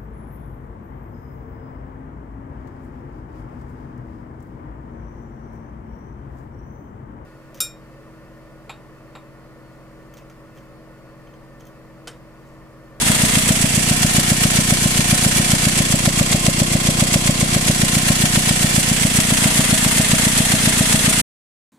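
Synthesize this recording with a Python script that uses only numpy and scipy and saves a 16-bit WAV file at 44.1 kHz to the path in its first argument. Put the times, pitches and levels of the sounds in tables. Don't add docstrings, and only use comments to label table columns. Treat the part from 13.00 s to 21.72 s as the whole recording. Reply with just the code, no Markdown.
import sys
import numpy as np
from scipy import signal
from scipy.fft import rfft, irfft
from scipy.io import wavfile

SR = 44100
rng = np.random.default_rng(int(sys.argv[2]) if len(sys.argv) > 2 else 0)


def generate_wav(signal):
    frames = np.transpose(np.atleast_2d(signal))
    scaled = np.clip(frames, -1, 1) * 32767
    pcm = np.round(scaled).astype(np.int16)
    wavfile.write(sys.argv[1], SR, pcm)


N = 384542
TIME = np.arange(N) / SR


def amp(db):
    return 10 ** (np.asarray(db) / 20)


def evened(x):
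    return x / np.sqrt(np.mean(x ** 2) + 1e-20)


def read(points, hz):
    f, value = np.transpose(points)
    return np.interp(np.log(hz + 1), np.log(f), value)


def ports(balance_db):
    half_db = np.atleast_1d(balance_db) / 2
    return amp(np.array([half_db, -half_db]))


def waver(rate_hz):
    hz = np.fft.rfftfreq(N, 1 / SR)
    return evened(irfft(rfft(rng.standard_normal(N)) * np.exp(-(hz / rate_hz) ** 2), N))


PLACES, FIRST_PLACE = ("manifold", "air box", "valve cover"), "valve cover"
# halfway in seconds, time taken in seconds, goal.
MOVES = [(.68, .9, "manifold"), (2.85, 1.0, "air box"), (4.7, 0.97, "manifold"),
         (6.02, 0.85, "valve cover")]
SPILL = (0.028, 0.036, 0.1)


def places():
    names = np.array(PLACES)[:, None]
    shares = (names == FIRST_PLACE) * np.ones(N)
    for halfway_s, taken_s, goal in MOVES:
        glide = .5 + .5 * np.sin(np.pi * np.clip((TIME - halfway_s) / taken_s, -.5, .5))
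        shares = shares + glide * ((names == goal) - shares)
    spill = np.clip(SPILL, 0, 1)[:, None]
    return spill + max(1 - spill.sum(), 0) * shares


IDLE_RPM, FIRST_GULP_S = 887.3, .1017
HUNT_S, HUNT_PERIOD_S, HUNT_LATE_S = 0.00082, 2.826, 1.0


def crank():
    behind_s = HUNT_S * np.cos(2 * np.pi * (TIME - HUNT_LATE_S) / HUNT_PERIOD_S)
    return (TIME - FIRST_GULP_S - behind_s) * IDLE_RPM / 120


def strokes(turns, place, spread_db, jitter_s, count=62):
    size, slip = rng.standard_normal((count, 2)).T
    at_s = np.interp(np.arange(count) - 1 + place, turns, TIME, left=-1, right=-1)
    at = np.round((at_s + jitter_s * slip) * SR).astype(int)
    inside = (at >= 0) & (at < N)
    train = np.zeros(N)
    train[at[inside]] = amp(spread_db * size[inside])
    return train


# multiple of the firing rate, rms in dB before place and side gains.
ROCKING = [(1, -32.5), (2, -54.5)]


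def rocking(turns, place_db=(0, 1.2, -.8), side_db=.9):
    firing_rad = 8 * np.pi * turns
    shake = sum(-np.sqrt(2) * amp(db) * np.cos(round(k) * firing_rad) for k, db in ROCKING)
    return ports(side_db) * (amp(place_db) @ places()) * shake


HUM_ORDER = 46
# rms in dB at the manifold, at the air box, at the valve cover.
HUM_DB = (-37.5, -35.5, -65)


def hum(turns, side_db=7, waver_db=1.0, slip_rad=0.29, throb_db=7, low_place=.22, fall=0.15):
    tone = np.sqrt(2) * np.sin(2 * np.pi * HUM_ORDER * turns + slip_rad * waver(11))
    build = np.interp((turns - low_place) % 1, [0, 1 - fall, 1], [-.5, .5, -.5])
    throb = amp(throb_db * build + waver_db * waver(26))
    return ports(side_db) * (amp(HUM_DB) @ places()) * throb * tone


# place 0-1, rise in seconds, decay constant in seconds, relative
# level on the block in dB, relative level of the treble in dB, gain at the air box and loss at the valve
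# cover in dB.
KNOCKS = [(0.054, 0.0074, 0.014, -2, 0, 0), (.312, 0.0059, 0.024, -0.5, -1.95, 0),
          (0.554, 0.01, 0.068, -2, -4, 0.95), (0.747, 0.0059, 0.014, -9.5, 1.5, 2.6),
          (0.799, 0.011, 0.0052, 4.5, 1.5, 1.6)]


def blow_strength(turns, bed_db=-6.0, fizz_bed_db=-8.0, bed_shade_db=-0.5):
    t = TIME[:SR // 7]
    _, box, cover = places()
    power = (amp([[bed_db], [fizz_bed_db]]) * amp(bed_shade_db * box)) ** 2
    for place, rise_s, decay_s, block_db, treble_db, boxward_db in KNOCKS:
        shape = np.minimum(t / rise_s, 1) * np.exp(-np.maximum(t - rise_s, 0) / decay_s)
        train = strokes(turns, place, spread_db=0.8, jitter_s=0.00064)
        burst = signal.oaconvolve(train, shape)[:N]
        level = amp([[block_db], [treble_db]]) * amp(boxward_db * (box - cover))
        power = power + (level * burst) ** 2
    return np.sqrt(power / power.mean(1, keepdims=True))


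def impacts(per_s=400, spread_db=2.5, decay_s=.001, share=.16, flutter_db=0.84):
    sizes = amp(spread_db * np.minimum(rng.exponential(1, N), 4))
    hits = sizes * (rng.random(N) < per_s / SR)
    power = signal.lfilter([1], [1, -np.exp(-2 / (decay_s * SR))], hits ** 2)
    grain = np.sqrt(1 - share + share * power / power.mean())
    return grain * amp(flutter_db * waver(90))


def bay(hz, echo_db=-4.5, reach_s=.009, small_hz=1800, count=24):
    delay, sign = rng.random((2, count)), rng.choice([-1., 1.], (2, count))
    taps = np.zeros((2, N))
    at = (SR * (.0007 + reach_s * delay)).astype(int)
    np.put_along_axis(taps, at, sign / np.sqrt(count), 1)
    echo = amp(echo_db) * hz ** 2 / (hz ** 2 + small_hz ** 2)
    return (1 + echo * rfft(taps)) / np.sqrt(1 + echo ** 2)


# frequency in Hz, width in Hz, level against the broad
# clatter in dB at the manifold, at the air box, at the valve cover.
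BLOCK = [(458, 27, 3, 4.5, 3), (725, 28, 1, 3.5, 2.5), (726, 20, 13.5, -23, -29), (729, 49, -9, 8, 5.5),
         (980, 91, 0.5, 0.5, 4.5), (1051, 46, 5, 11, -6.5), (1170, 84, -16.5, 3.5, 0),
         (1836, 270, 4.5, 0, 4), (2160, 340, -14.5, 3, 5.5), (2252, 250, 9, -1.5, -2.5),
         (2763, 55, 8.5, 6, 7.5), (2915, 55, 7.5, -2, 6), (3280, 300, 3.5, 4, 5), (4650, 180, -0.5, 2, 2),
         (7800, 260, -0.5, 3, 2)]
# frequency in Hz, relative spectral density in dB.
CLATTER = [(42, -4), (100, -1), (220, 1), (350, -4), (600, -2.5), (850, -3.5), (1250, -0.5), (1800, -2),
           (3000, -3.5), (4000, -0.24), (4900, -1.7), (8200, 2.5), (10000, 1.05), (12400, -10.5),
           (14200, -9)]
# frequency in Hz, left minus right in dB.
BALANCE = [(100, 0), (380, 4), (650, -0.5), (1200, 1), (3000, 1.5), (4600, 0), (6200, -3.5), (7800, -7.5),
           (9000, 0), (10200, 8.5), (12500, -1.5), (14400, 3.5)]
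# frequency in Hz, correlation before the echoes.
LIKENESS = [(100, 0.77), (290, 0.52), (630, 0.11), (1100, 0.18), (2500, 0.062), (14000, 0.022)]
# frequency in Hz, gain in dB.
SHADE = [(300, 1), (650, 4), (950, -2.5), (1500, -1), (2200, 4), (3200, 1.5), (5000, 1), (8000, 0),
         (13000, -1.5)]
# frequency in Hz, gain in dB.
CLOSE = [(300, 4.5), (600, 2), (1300, 0.5), (2500, 4), (5000, 1.14), (9000, 3), (13000, 2.5)]
CLATTER_DB = (-17, -20.5, -18.5)
PORT_LAG_S = .00038


def clatter(turns, split_hz=5200):
    hz = np.fft.rfftfreq(N, 1 / SR)
    strength = blow_strength(turns) * np.array([impacts(), impacts()])
    block, treble = rfft(strength[:, None] * rng.standard_normal((2, 2, N)))
    low_share = 1 / (1 + (hz / split_hz) ** 4)
    left, other = np.sqrt(low_share) * block + np.sqrt(1 - low_share) * treble
    same = np.clip(read(LIKENESS, hz), -1, 1)
    sides = ports(read(BALANCE, hz))
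    pair = np.array([left, same * left + np.sqrt(1 - same ** 2) * other])
    pair = pair * sides / np.sqrt((sides ** 2).mean(0))
    pair = pair * evened(amp(read(CLATTER, hz)))
    tilts_db = (0, read(SHADE, hz), read(CLOSE, hz))
    lags_s = (PORT_LAG_S, PORT_LAG_S, 0)
    out = np.zeros((2, N))
    for k, share in enumerate(places()):
        body = 1 + sum((amp(db[k]) - 1) / (1 + 2j * (hz - f) / width) for f, width, *db in BLOCK)
        arrival = np.exp(-2j * np.pi * np.outer([lags_s[k], 0], hz))
        out += share * irfft(pair * body * amp(tilts_db[k]) * arrival * bay(hz), N)
    return (amp(CLATTER_DB) @ places()) * out


def ring(train, modes, glide=0., settle_s=.004, swell_s=.0001):
    t, shares, out = TIME[:SR // 2], places(), np.zeros((2, N))
    bent_s = t + glide * settle_s * (1 - np.exp(-t / settle_s))
    for hz, t60_s, *place_db, side_db in modes:
        envelope = (1 - np.exp(-t / swell_s)) * amp(-60 * t / t60_s)
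        response = envelope * np.sin(2 * np.pi * hz * bent_s)
        out += ports(side_db) * (amp(place_db) @ shares) * signal.oaconvolve(train, response)[:N]
    return out


# place in the two-revolution cycle 0-1, relative level in dB,
# half width in seconds, lean of the pulse.
GULPS = [(0.0, -4, 0.0016, 0.029), (0.242, -15, 0.0012, 0.18), (0.473, -13.5, 0.0015, 0.11),
         (0.734, -11, 0.0016, 0.11)]
GULP_SPREAD_DB = .5
# frequency in Hz, t60 in seconds, relative level in dB at the manifold, at the
# air box, at the valve cover, left minus right in dB.
AIRBOX = [(151.5, 0.16, -17, -17.5, -20.5, 0.5), (226.4, 0.14, -16.5, -19, -15, -1.5),
          (266.7, .08, -18.5, -17, -13.5, 12.5), (307, 0.062, -46.5, -47.5, -24.5, 1.5)]
# settled frequency in Hz, t60 in seconds, relative
# level in dB at the manifold, at the air box, at the valve cover, left minus right in dB.
MOUTH = [(535, 0.04, -4.5, 0, -10, -4), (640, 0.14, -28.5, -32, -13, -3)]


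def intake(turns, thump_db=(0, .7, -1.5), box_lag_s=0.0015, tip_db=(-26, -19, -15), tip_s=0.00054):
    t, shares = np.arange(-SR // 80, SR // 80 + 1) / SR, places()
    thumps, blows, barks = np.zeros((3, N))
    for place, db, width_s, lean in GULPS:
        train = amp(db) * strokes(turns, place, spread_db=GULP_SPREAD_DB, jitter_s=0.000074)
        u = t / width_s
        pulse = (u ** 2 - 1 + lean * u) * np.exp(-u ** 2 / 2)
        thumps += signal.oaconvolve(train, pulse, "same")
        blows += train
        barks += train ** 2
    box = ring(np.interp(TIME - box_lag_s, TIME, blows), AIRBOX)
    mouth = ring(barks, MOUTH, glide=0.32, settle_s=0.004, swell_s=0.0033)
    v = t / tip_s
    tips = signal.oaconvolve(blows, (v ** 2 - 1) * np.exp(-v ** 2 / 2), "same")
    direct = thumps * (amp(thump_db) @ shares) + tips * (amp(tip_db) @ shares)
    left, right = ports(0.76) * direct + box + mouth
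    half_lag_s = 0.000093 * (1 - shares[2])
    return np.array([np.interp(TIME - half_lag_s, TIME, left), np.interp(TIME + half_lag_s, TIME, right)])


def scene():
    turns = crank()
    return rocking(turns) + hum(turns) + clatter(turns) + intake(turns)


STOP_S, FADE_S, EDGE_HZ = 8.216, 0.0063, 14300


def record(dry):
    sound = signal.lfilter(*signal.butter(1, 2, "high", fs=SR), dry)
    cut = np.clip(sound, -1, 1) * np.clip((STOP_S - TIME) / FADE_S, 0, 1)
    low_pass = signal.firwin(801, EDGE_HZ, window=("kaiser", 8), fs=SR)
    return signal.oaconvolve(cut, low_pass[None], "same")


dry = scene()
out = record(dry)
generate_wav(out)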